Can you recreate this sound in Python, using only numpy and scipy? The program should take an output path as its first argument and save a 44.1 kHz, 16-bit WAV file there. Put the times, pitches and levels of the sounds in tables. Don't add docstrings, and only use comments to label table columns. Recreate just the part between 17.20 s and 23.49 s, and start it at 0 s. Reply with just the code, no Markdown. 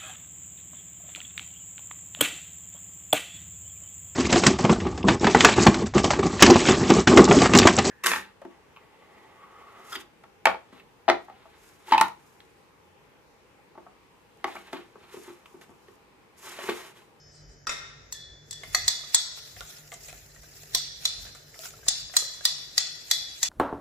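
import sys
import numpy as np
from scipy import signal
from scipy.fft import rfft, irfft, next_fast_len
from scipy.io import wavfile
from scipy.ndimage import uniform_filter1d

SR = 44100
rng = np.random.default_rng(int(sys.argv[2]) if len(sys.argv) > 2 else 0)


def store_wav(level_fs):
    pcm = np.round(np.clip(np.atleast_2d(level_fs), -1, 1) * 32767)
    wavfile.write(sys.argv[1], SR, pcm.T.astype(np.int16))


def ratio_of_db(decibels):
    return 10 ** (np.asarray(decibels, float) / 20)


N = 277279

# (t/s, peak level/dB, low thud/dB, upper ring/dB, left minus right/dB)
KNOCKS = [(0.9248, -29, -15, -5.5, 1.5), (1.31, -32, -23.5, -12, 4.5), (1.3285, -37, -19, -15, -3),
          (1.548, -16.5, -6.5, -12, -1), (1.6803, -14, -19, -15, -0.5), (1.9456, -13, -15.5, -11, 2),
          (3.5488, -13.5, -19.5, -15, 1), (3.8539, -16, -18, -15.5, 1.5), (4.6836, -14.5, -21.5, -14.5, 0),
          (4.967, -14.5, -19.5, -12, 2.5), (5.253, -14, -17.5, -16.5, 1.5), (5.5797, -13, -19, -17, 3),
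          (5.9126, -13.5, -22.5, -17.5, 0), (6.2306, -13.5, -22.5, -13.5, 0.5)]
# (f/Hz, width/Hz, level/dB)
WALL = [(784, 30, -1.5), (1049, 15.6, -2), (1240, 62, -1), (1941, 62, 6), (2530, 55, -4.5), (3330, 71, -2),
        (4074, 19, -0.5), (4210, 21, -5), (4520, 77, -7), (5374, 27, 0), (5600, 54, -13), (5980, 20, 7),
        (6870, 24, 0.5), (6590, 16, 8), (7105, 8.7, 10.5), (7530, 28, 2), (7800, 53, 4), (7430, 39, 2.5),
        (8110, 18, -12), (9180, 15, 0.5), (10500, 220, 18.5), (11300, 380, 24), (11740, 23, 7.5),
        (12800, 170, -20), (13300, 120, 4)]
GRIP_S = 1.45
SWELL_S = 0.012


def knocks():
    # (f/Hz, level/dB)
    crack_colour = [(180, -53), (300, -30), (1450, 5.5), (1900, -28), (2880, -3), (4100, 11), (7010, 5.5),
                    (8570, 7), (9320, -48), (12400, -39), (15200, -30), (16500, -52)]
    lead = 900
    out, rings, shocks = np.zeros((3, 2, N))
    thin_wires = signal.butter(4, [10500, 15500], "band", fs=SR, output="sos")
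    for s, db, low_db, upper_db, pan_db in KNOCKS:
        top_db = -24 + 0.3 * upper_db
        force = np.pad(contact(0.011, decay_s=0.0077), ((0, 0), (lead, 4000)))
        skid = rng.standard_normal((2, lead)) * np.exp(np.linspace(-3.5, 0, lead))
        force[:, :lead] = ratio_of_db(-39) * skid
        sharp = np.pad(np.ones((2, 1)), ((0, 0), (lead + 40, force.shape[1] - lead - 41)))
        blow = .8 * sharp + .6 * force
        tilt = [(250, low_db - 14), (700, low_db + 5), (2500, low_db + 12.5), (3100, 0.0039), (5700, 0.0095),
                (6400, upper_db + 6.0), (8550, upper_db + 12.0), (8950, top_db + 14.0),
                (15000, top_db + 4.5), (16500, top_db)]
        crack = coloured(force, crack_colour)
        body = ratio_of_db(-10.5) * wall(blow) + ratio_of_db(-17.5) * belly(blow, lead)
        short = coloured(ratio_of_db(12.5) * crack + body, tilt)
        sizzle = signal.sosfilt(thin_wires, force)
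        short = short / np.max(np.abs(short)) + ratio_of_db(top_db + 12.5) * sizzle / np.max(np.abs(sizzle))
        short[1] = np.roll(short[1], 1)
        start_s = s - .001 - lead / SR
        add(out, start_s, db + 5.5, pan_db, short)
        add(shocks, start_s, db, pan_db, coloured(coloured(sharp, crack_colour), tilt))
        rim_db, rim_ring = rim(held=s >= GRIP_S)
        add(rings, s, db + rim_db, pan_db, rim_ring)
    return out, rings, shocks


def wall(blow):
    total = 0
    for hz, width, db in WALL:
        level_db = db + 2.2 * rng.standard_normal((2, 1))
        sign = rng.choice([-1, 1], (2 if hz > 2200 else 1, 1))
        total = total + ratio_of_db(level_db) * sign * ring(blow, hz, min(1.02 / width, .022))
    return total


def belly(blow, lead):
    # (f/Hz, level/dB, time to fall 60 dB/s)
    belly_notes = [(3400, -7, 0.21), (3420, -4, 0.26), (3544, -3, 0.14), (4100, 5, 0.1), (4600, 0, 0.15),
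                   (5240, -3.5, 0.12), (5500, -8, 0.088), (6050, 3, 0.11), (6465, 5, 0.09),
                   (7550, -1, 0.059)]
    total = sum(ratio_of_db(db + 0.96 * rng.standard_normal((2, 1))) * ring(blow, hz, t60)
                for hz, db, t60 in belly_notes)
    since_s = np.maximum(np.arange(blow.shape[1]) - lead, 0) / SR
    return total * (1 - np.exp(-since_s / SWELL_S))


def rim(held):
    # (f/Hz, level/dB, time to fall 60 dB/s)
    rim_notes = [(1760, -17, 0.48), (1890, -21.5, 0.81), (3462, -6, 0.84), (3400, -9, 0.7),
                 (3553, -10.5, 0.61), (3996, -5, 0.37), (4070, -2, 0.83), (4610, -5.5, 1),
                 (5140, -10, 0.96), (5500, -12, .6), (6050, -24, .6), (4400, -8, 0.87)]
    # (level/dB, share of ring time, upper notes/dB)
    rim_free = (-9.5, 0.823, -14.5)
    rim_held = (-22.5, 0.746, 0.43)
    rim_db, ring_share, upper_db = rim_held if held else rim_free
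    span = round(.6 * SR)
    tap, total = np.pad(np.ones((1, 1)), ((0, 0), (0, span))), 0
    knots = np.arange(0, span, 900)
    for hz, db, t60 in rim_notes:
        waver_db = np.interp(np.arange(span + 1), 1.78 * knots, rng.standard_normal(len(knots)))
        level_db = db + upper_db * (hz > 3700) + 0.96 * rng.standard_normal((2, 1))
        level_db = level_db + (3.2 + 9 * (1 - ring_share)) * waver_db
        shifted_hz = hz + 25 * (1 - ring_share) * rng.standard_normal()
        total = total + ratio_of_db(level_db) * ring(tap, shifted_hz, t60 * ring_share)
    return rim_db, total * (1 - np.exp(-np.arange(span + 1) / SR / SWELL_S))


def knock_notes():
    # (t/s, f/Hz, level/dB)
    knock_leads = [
        (.9251, 4360, -42),
        (.9251, 7900, -42),
        (.9251, 6700, -52),
        (1.3095, 4400, -50),
        (1.3095, 7800, -47.5),
        (1.3289, 7760, -46),
                   (1.546, 1238, -34), (1.547, 4380, -21), (1.549, 5630, -35.5), (1.548, 6780, -30),
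                  (1.548, 726, -41), (1.681, 4440, -29), (1.680, 5200, -28), (1.681, 6740, -29),
                  (1.680, 7752, -30), (1.680, 3480, -39), (1.946, 4380, -28), (1.945, 5270, -30),
                  (1.946, 6590, -29), (1.947, 7000, -25.5), (1.946, 7790, -26), (1.945, 4090, -36),
                  (3.5486, 3740, -32), (3.547, 4130, -30.5), (3.549, 5500, -30), (3.549, 6100, -38),
                  (3.548, 7250, -41), (3.5475, 8400, -31.5), (3.854, 3553, -33), (3.854, 4020, -30.5),
                  (3.855, 5580, -32.5), (3.854, 5930, -32), (3.854, 6520, -34), (3.853, 7400, -37),
                  (4.684, 3520, -30), (4.683, 3980, -40), (4.684, 5310, -30.5), (4.686, 6130, -29.5),
                  (4.684, 6770, -31), (4.684, 8430, -28), (4.967, 4050, -29), (4.966, 4650, -30),
                  (4.967, 6130, -30), (4.966, 6880, -27), (4.967, 8600, -39), (5.253, 3563, -32),
                  (5.253, 4026, -26.5), (5.253, 4690, -29), (5.252, 6050, -29.5), (5.253, 1890, -32.5),
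                  (5.58, 4010, -26), (5.5785, 4730, -25.5), (5.5796, 6030, -30), (5.5794, 6465, -32),
                  (5.5791, 1920, -37.5), (5.912, 4010, -28), (5.913, 4370, -41), (5.913, 6060, -29),
                  (5.912, 7460, -32), (5.913, 1914, -39), (6.228, 4360, -42), (6.2318, 5240, -38),
                  (6.23, 7170, -31), (6.2304, 7700, -42), (6.2304, 1890, -43), (5.253, 8260, -30)]
    return leading_notes(knock_leads, 7.5, t60=0.038)


def loops():
    # (f/Hz, level/dB, time to fall 60 dB/s)
    loop_notes = [(3490, 4, 0.75), (3900, -16, 0.45), (4660, -1.5, 0.86), (4600, -4, 0.95),
                  (5150, -2, 0.65), (5400, -3, 0.47), (5660, -11, .6), (6200, -5, .5), (6460, -8, 0.4),
                  (7360, -13, .6), (7750, -10, 0.51), (8500, -14, 0.67)]
    out, t = np.zeros((2, N)), np.arange(round(.45 * SR)) / SR
    hz, level_db, t60 = np.transpose(loop_notes)[:, :, None]
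    knots = np.linspace(0, .45, num=12)
    for s, db in [row[:2] for row in KNOCKS if row[0] > GRIP_S]:
        chance = rng.standard_normal((len(loop_notes), len(knots)))
        waver = np.array([np.interp(t, knots, row) for row in chance])
        gain = ratio_of_db(level_db + 4.0 * waver - 60 * t / t60) * (1 - np.exp(-t / SWELL_S))
        sides = np.sin(2 * np.pi * (hz * t + rng.random((2, len(loop_notes), 1))) + waver)
        add(out, s, db - 22, 1.0, np.sum(gain * sides, axis=1))
    return out


def drag():
    # (t/s, level/dB)
    effort = [(1.2, -60), (1.4, -59), (1.9, -56), (2.3, -54), (2.5, -51), (2.65, -56), (2.95, -50.5),
              (3.12, -57), (3.35, -52.5), (3.7, -62), (4.03, -53), (4.22, -62), (4.46, -45.5), (4.6, -57),
              (4.8, -56), (5.15, -54.5), (5.6, -57.5), (6.29, -53.5)]
    # (f/Hz, level/dB)
    swish_colour = [(350, -56), (600, -26), (657, -3), (980, -14), (1740, -3), (1930, -2.5), (3470, -5),
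                    (5790, 1.5), (7680, -1), (9000, -10.5), (11700, -12), (19800, -120)]
    # (f/Hz, level/dB)
    hiss_colour = [(5000, -34), (8500, -25), (9330, -25.0), (10600, -1.5), (12000, 2.0), (13500, -3.0),
                   (15500, 0.5), (15900, -56)]
    t = np.arange(N) / SR
    effort_db = np.interp(t, *np.transpose(effort))
    stirring = np.clip((t - 1.2) / 0.28, 0, 1)
    stroke_db = 2.6 * drift(9)
    scrape = ratio_of_db(-24) * after_knocks(rise_s=0.013, fall_s=0.072)
    swish = (ratio_of_db(effort_db + stroke_db) + scrape) * patchy(wide_noise(swish_colour, grain=1.8))
    fine = ratio_of_db(-60 + 0.93 * (effort_db + 54.5) + stroke_db + 1.2 * drift(30))
    fine_scrape = ratio_of_db(-48) * after_knocks(rise_s=0.035, fall_s=0.06)
    hiss = (fine + fine_scrape) * wide_noise(hiss_colour, grain=0.38)
    return stirring * (swish + hiss + batter(effort_db - 9.5)) + flecks(effort_db)


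def patchy(x):
    edges, total = np.geomspace(400, 17000, num=12), 0
    for band in zip(edges, edges[1:]):
        part = signal.sosfilt(signal.butter(2, band, "band", fs=SR, output="sos"), x)
        total = total + ratio_of_db(1.4 * drift(18.0)) * part
    return rms_one(total)


def flecks(swish_db):
    # (t/s, level/dB, length/s)
    rustles = [
        (0.162, -60, 0.036),
        (0.21, -67, 0.017),
        (.325, -65, 0.033),
    ]
    t, grazes_per_s = np.arange(N) / SR, 260
    pitches = [hz for hz, width, db in WALL if 4000 < hz < 8500][::2] + [5180, 7310, 5900]
    born = (rng.random(N) < grazes_per_s / SR) * ratio_of_db(1.8 * np.minimum(rng.exponential(1, N), 3))
    dealt = rng.integers(0, len(pitches), N)
    rub = rng.standard_normal((2, SR // 2))
    graze = sum(ring(born * (dealt == k), hz, 0.035) * rng.uniform(-1.3, 1, (2, 1))
                for k, hz in enumerate(pitches))
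    out = ratio_of_db(swish_db - 9) * rms_one(graze) * (t > 1.3)
    rustle = rms_one(sum(ring(rub, hz, 0.2) for hz in pitches))
    swell = sum(ratio_of_db(db) * np.exp(-((t[:SR // 2] - s) / length_s) ** 2) for s, db, length_s in rustles)
    out[:, :SR // 2] += rustle * swell
    return out


def batter(swish_db):
    sizes = ratio_of_db(0.87 * np.minimum(rng.exponential(1, N), 4)) * rng.choice([-1, 1], N)
    born = rng.random(N) < 60 * ratio_of_db(6 * drift(7)) / SR
    pitches, dealt = np.geomspace(600, 2600, num=9), rng.integers(0, 9, N)
    bubbles = sum(ring(sizes * born * (dealt == k), hz, 38.0 / hz) * ratio_of_db(3.5 * rng.standard_normal((2, 1)))
                  for k, hz in enumerate(pitches))
    return ratio_of_db(.5 * (swish_db + 38.0) - 62) * rms_one(bubbles)


def ticks():
    # (t/s, peak level/dB, f/Hz, brightness/dB)
    slaps = [(1.435, -31, 2130, -15), (1.436, -39, 1410, -22), (1.836, -41.5, 1240, -14),
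             (2.174, -38, 1430, 2), (2.366, -38, 2020, -27), (2.408, -32.5, 1450, -21),
             (2.419, -41, 860, -18), (2.719, -31, 2070, -11), (2.726, -35, 717, -6), (2.74, -34, 720, 23),
             (2.885, -35.5, 2500, -1.5), (2.895, -37, 2560, -8), (3.162, -44, 1900, -19),
             (3.234, -41, 1610, -2), (4.051, -41.5, 1590, -19), (4.065, -41.5, 1730, -26),
             (4.089, -44, 1630, -17), (4.15, -39, 1440, -2), (4.344, -42, 2060, -65),
             (4.358, -45, 1360, -29), (4.39, -47.5, 670, -4), (4.434, -43, 1330, -17),
             (4.457, -32, 1480, 11), (4.506, -44, 2520, -3), (4.538, -44.5, 1360, -18),
             (4.59, -48.5, 662, -24), (4.632, -48, 1600, -22), (4.666, -34.5, 1220, -5),
             (4.747, -60, 1970, -23), (4.896, -42, 1740, -15), (4.939, -33.5, 1880, -4),
             (5.022, -39, 582, -15), (5.03, -58, 1210, -20), (5.209, -36, 1690, -11)]
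    wire_snaps = [(2.408, -25, 3600, -31), (2.929, -30, 2620, -8), (3.434, -36, 4400, -3),
                  (2.679, -44, 6680, -3), (2.737, -35, 7430, -17), (2.884, -49, 7400, -5),
                  (2.894, -42, 7350, -10), (3.064, -45, 8000, -8), (3.358, -42, 7890, -10),
                  (3.434, -39, 7250, -6), (4.392, -28, 5400, 2), (4.460, -38, 6480, 5),
                  (4.508, -39, 6110, 6)]
    out = np.zeros((2, N))
    smeared = [(*row, 0.0084) for row in slaps] + [(*row, 0.001) for row in wire_snaps]
    for s, db, hz, bright_db, smear_s in smeared:
        force = np.pad(contact(0.086, decay_s=smear_s), ((0, 0), (0, 2500)))
        slap = ring(force, hz, 30.0 / hz) + 2.55 * ring(force, 1.46 * hz, 2.5 / hz)
        slap = slap + .5 * ring(force, 720, 0.025)
        click = sum(ring(force, wall_hz, min(0.25 / width, .008)) * ratio_of_db(wall_db)
                    for wall_hz, width, wall_db in WALL if 3000 < wall_hz < 9000)
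        add(out, s - .001, db, 0, rms_one(slap) + ratio_of_db(bright_db + 0.5) * rms_one(click))
    return signal.sosfilt(signal.butter(3, 470, "high", fs=SR, output="sos"), out)


def pops():
    # (t/s, f/Hz, level/dB)
    blobs = [(2.408, 1165, -46), (2.725, 1170, -44.5), (2.728, 1700, -49), (2.93, 1370, -52),
             (3.552, 1040, -37), (3.56, 716, -44.5), (4.342, 2040, -45), (4.358, 1300, -53),
             (4.395, 646, -46.5), (4.435, 1330, -43), (4.454, 1440, -40), (4.454, 734, -56),
             (4.538, 1330, -53), (4.63, 1610, -49), (4.705, 754, -49), (4.70, 1950, -47), (4.94, 2020, -41),
             (4.94, 710, -53), (5.025, 538, -48), (5.022, 1260, -46)]
    return leading_notes(blobs, 0.5, t60=0.031)


def cup():
    # (t/s, peak level/dB, brightness/dB)
    cup_hits = [
        (0.47, -23.5, -5),
        (0.494, -23.5, -2.5),
    ]
    # (f/Hz, level/dB, time to fall 60 dB/s)
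    china_notes = [(1070, -28, 0.045), (1360, -0.5, 0.036), (1330, -23, 0.069), (1570, -0.5, 0.022),
                   (1895, 1.5, 0.026), (2134, -3.5, 0.033), (2560, 4.5, 0.0094), (3060, -7, 0.016),
                   (3740, 10, 0.0033), (3685, -7.5, 0.21), (4600, -3, 0.013), (5240, 6, 0.0073),
                   (5530, -7, 0.022), (5730, -15, 0.18), (7000, -1, 0.013), (7480, 3, 0.0092),
                   (10790, 2, 0.0072), (11500, -12, 0.006)]
    out = np.zeros((2, N))
    rattle_band = signal.butter(4, [800, 7800], "band", fs=SR, output="sos")
    for s, db, bright_db in cup_hits:
        force = np.pad(contact(0.055, decay_s=0.0089), ((0, 0), (0, SR // 3)))
        body = 0
        for hz, note_db, t60 in china_notes:
            level_db = note_db + 2.0 * rng.standard_normal((2, 1)) + bright_db * (hz > 3000)
            body = body + ratio_of_db(level_db) * ring(force, hz, t60)
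        rattle = signal.sosfilt(rattle_band, force)
        add(out, s - .001, db + 0.5, 1.5, body + ratio_of_db(21.5) * rattle)
    return signal.sosfilt(signal.butter(2, 12000, fs=SR, output="sos"), out)


def cup_notes():
    # (t/s, f/Hz, level/dB)
    cup_leads = [
        (.47, 1277, -36.5),
        (.47, 1377, -37),
        (.474, 4940, -37),
        (.47, 5750, -36.5),
        (.494, 1855, -44),
        (.494, 2530, -38),
        (.494, 5100, -35),
        (.494, 6920, -37),
        (.494, 1435, -43),
    ]
    return leading_notes(cup_leads, 7, t60=0.046)


def thuds():
    # (t/s, peak level/dB)
    foot_thuds = [
        (1.682, -40),
        (3.547, -32),
        (4.686, -30.5),
        (4.969, -38),
    ]
    hz, t60 = 298, 0.0073
    out = np.zeros((2, N))
    push = np.pad(np.hanning(40)[None].repeat(2, axis=0), ((0, 0), (0, 3000)))
    body = ring(push, hz, t60) + 1.6 * ring(push, 1.86 * hz, t60)
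    for s, db in foot_thuds:
        add(out, s, db, 0, body)
    return out


def refrigerator():
    # (f/Hz, level/dB)
    hum_tones = [(48.5, -89), (98.3, -70.5), (147.5, -61), (395, -71.5), (445, -71.5)]
    # (f/Hz, level/dB)
    whine_tones = [(2536, -84), (3042, -75), (3456, -86), (3731, -86), (4310, -84), (4662, -78),
                   (4893, -69), (5206, -68), (5588, -72), (6239, -75)]
    # (t/s, level/dB, length/s)
    bumps = [(0.274, -53, 0.069), (1.094, -55, 0.052), (1.49, -53, 0.036), (1.603, -43, 0.1),
             (2.406, -46.5, 0.043), (2.975, -60, 0.18), (3.55, -53, 0.033), (3.757, -59, .04),
             (4.002, -43.5, 0.037), (4.082, -45, 0.04), (4.7, -54, 0.034), (4.86, -52, 0.036),
             (5.297, -68, 0.025)]
    # (f/Hz, level/dB)
    air_colour = [(76, -16.5), (130, -11.5), (157, -13.5), (178, -16.5), (578, -16), (1040, -27),
                  (1850, -19.5), (2900, -36), (3110, -35), (4100, -37), (5050, -22.5), (7020, -25.5),
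                  (8200, -50), (10700, -91), (18000, -120)]
    t = np.arange(N) / SR
    duck = ratio_of_db(-2.5 * after_knocks(.01, fall_s=0.84) / ratio_of_db(-14.0))
    beat = 1 - 0.25 * np.cos(2 * np.pi * (t - 0.98) / 1)
    hum = sum(ratio_of_db(db + 1.0 + 4.0 * drift(9.0)) * np.sin(2 * np.pi * hz * t + 1.52 * drift(2.54))
              for hz, db in hum_tones)
    whine = sum(ratio_of_db(db + 4.5 + 2.0 * drift(2.9)) * np.sin(2 * np.pi * hz * t + 0.76 * drift(4.8))
                for hz, db in whine_tones)
    load_db = 18 * (np.cos(2 * np.pi * (t - .1) / 2.13) - 1)
    whine = ratio_of_db(load_db + np.array([[1.5], [-1.5]])) * whine
    boom = ratio_of_db(-55 + 2.0 * drift(6.3)) * duck
    boom = boom + sum(ratio_of_db(db) * np.exp(-((t - s) / length_s) ** 2) for s, db, length_s in bumps)
    low_noise = wide_noise([(30, -32), (45, 4.5), (62, 3.5), (80, -10.5), (100, 3.0), (130, -11.5)])
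    rumble = ratio_of_db(-6.5) * boom * low_noise
    air = ratio_of_db(-59.5 + 1.0 * drift(23)) * wide_noise(air_colour)
    air = air + ratio_of_db(-80.5) * wide_noise([(9800, -23), (10400, 0), (14500, -1.0), (15500, -35)])
    return duck * (beat * hum + whine) + rumble + air


def kitchen(x):
    # (f/Hz, time to fall 60 dB/s)
    room_t60 = [(300, 0.52), (900, 0.86), (2500, 1), (5500, 0.9), (8300, 0.39), (9500, 0.4), (15000, 0.54)]
    t, edges = np.arange(round(.8 * SR)) / SR, 200 * 2 ** np.arange(0, 6.6, .5)
    white, tail = rng.standard_normal((2, 2, len(t))), 0
    for k, (low, high) in enumerate(zip(edges, edges[1:])):
        band = signal.sosfilt(signal.butter(2, [low, high], "band", fs=SR, output="sos"), white[k % 2])
        tail = tail + band * ratio_of_db(-60 * t / at_hz(room_t60, np.sqrt(low * high)))
    early = 1 + 1.5 * np.exp(-t / .03)
    tail = tail * early * np.clip((t - .002) / .018, 0, 1)
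    return signal.fftconvolve(x, tail / np.sqrt(np.sum(tail ** 2) / 2), axes=1)[:, :N]


def leading_notes(table, level_db, t60):
    out, t = np.zeros((2, N)), np.arange(round(.2 * SR)) / SR
    for (s, hz, db), (phase, apart) in zip(table, rng.uniform(-1.064, 1, (len(table), 2))):
        spread = 1.27 * min(1, hz / 3500) * apart * np.array([[1], [-1]])
        sides = np.sin(2 * np.pi * hz * t + np.pi * phase + spread)
        fade = ratio_of_db(-60 * t / (t60 * max(1, 2400 / hz)))
        add(out, s, db + level_db, 1.5, sides * np.minimum(t / 0.0011, 1) * fade)
    return out


def after_knocks(rise_s, fall_s):
    s, db = np.transpose(KNOCKS)[:2, :, None]
    coarse = np.arange(0, N, 20)
    since = coarse / SR - s
    strength = ratio_of_db(db) * np.exp(np.minimum(since / rise_s, -since / fall_s))
    return np.interp(np.arange(N), coarse, np.sum(strength, axis=0))


def contact(length_s, decay_s):
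    t = np.arange(round(length_s * SR)) / SR
    shared, own = rng.standard_normal(len(t)), rng.standard_normal((2, len(t)))
    burst = (shared + 0.89 * own) * np.minimum(t / 0.00036, 1) * np.exp(-t / decay_s)
    return rms_one(burst) / np.sqrt(len(t))


def ring(clicks, hz, t60):
    r, w = ratio_of_db(-60 / (t60 * SR)), 2 * np.pi * hz / SR
    return signal.lfilter([0, np.sin(w)], [1, -2 * r * np.cos(w), r * r], clicks + 1e-18)


def add(out, s, db, pan_db, body):
    at = round(s * SR)
    body = body[:, :N - at] / np.max(np.abs(body.mean(axis=0)))
    out[:, at:at + body.shape[1]] += body * ratio_of_db(db + pan_db * np.array([[.5], [-.5]]))


def wide_noise(spectrum, grain=0.0):
    # (f/Hz, likeness from 0 to 1)
    likeness = [(60, 0.91), (240, 0.52), (950, 0.21), (3770, -0.1), (15000, -0.04)]
    mid, side = rng.standard_normal((2, N)) * ratio_of_db(grain * drift(62))
    alike = [(hz, np.clip(c, 0, .99)) for hz, c in likeness]
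    alike = [(10, alike[0][1])] + alike + [(22000, alike[-1][1])]
    mid = coloured(mid, [(hz, 10 * np.log10(1 + c)) for hz, c in alike])
    side = coloured(side, [(hz, 10 * np.log10(1 - c)) for hz, c in alike])
    return rms_one(coloured(np.array([mid + side, mid - side]), spectrum))


def coloured(x, spectrum):
    size = next_fast_len(x.shape[-1])
    hz = np.maximum(np.arange(size // 2 + 1) * SR / size, 1)
    below = np.maximum(np.log2(spectrum[0][0] / hz), 0)
    above = np.maximum(np.log2(hz / spectrum[-1][0]), 0)
    gain = ratio_of_db(at_hz(spectrum, hz) - 9.4 * (below + above))
    return irfft(rfft(x, size) * gain, size)[..., :x.shape[-1]]


def at_hz(points, hz):
    points_hz, values = np.transpose(points)
    return np.interp(np.log(hz), np.log(points_hz), values)


def drift(rate):
    r = np.exp(-80 * np.pi * rate / SR)
    slow = signal.lfilter([1], [1, -2 * r, r * r], rng.standard_normal(N // 40 + 2002))[2000:]
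    return np.interp(np.arange(N) / 40, np.arange(len(slow)), rms_one(slow))


def rms_one(x):
    return x / np.sqrt(np.mean(x ** 2) + 1e-20)


def scene():
    hits, rings, shocks = knocks()
    small, china = ticks(), cup()
    leads, china_leads = knock_notes(), cup_notes()
    to_room = ratio_of_db(-14.0) * (leads + china_leads) + ratio_of_db(-8.0) * (hits + small)
    to_room = to_room + ratio_of_db(-3.5) * rings + ratio_of_db(5.0) * shocks + ratio_of_db(1.5) * china
    struck = hits + leads + china_leads + rings + small + china + thuds()
    return struck + kitchen(to_room) + drag() + refrigerator() + loops() + pops()


def thin_treble(x):
    hz, t, z = signal.stft(x, SR, nperseg=1024)
    middle = (hz > 3000) & (hz < 8000)
    power = uniform_filter1d(np.abs(z) ** 2, size=3, axis=2, origin=1)
    mask = power[:, middle].mean(axis=1, keepdims=True)
    margin_db = np.interp(hz, [8800, 8900, 10200, 12300, 13950, 16200],
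                          [-40, -21.5, -18.0, -21.0, -14.5, -7])[:, None]
    strips_db = 15 * uniform_filter1d(rng.standard_normal(z.shape[1:]), size=6, axis=1)
    limit = mask * (mask / np.median(mask)) ** .3 * ratio_of_db(margin_db) ** 2 + ratio_of_db(-104) ** 2
    keep = power > limit * ratio_of_db(strips_db) ** 2
    sudden = np.mean(np.abs(z[:, middle]) ** 2, axis=1, keepdims=True) > 1.7 * mask
    keep = (keep | sudden | (hz < 8300)[:, None]) & (hz < 16600)[:, None]
    hush = 1 - np.exp(-((np.arange(N) / SR - .46) / .003) ** 4)
    return signal.istft(z * keep, SR, nperseg=1024)[1][:, :N] * hush


def band_limit(x):
    return signal.sosfilt(signal.butter(12, 16630, fs=SR, output="sos"), x)


def record(dry):
    rounded = np.tanh(dry / .85) * 0.89
    mix = thin_treble(rounded)
    return band_limit(mix)


dry = scene()
out = record(dry)
store_wav(out)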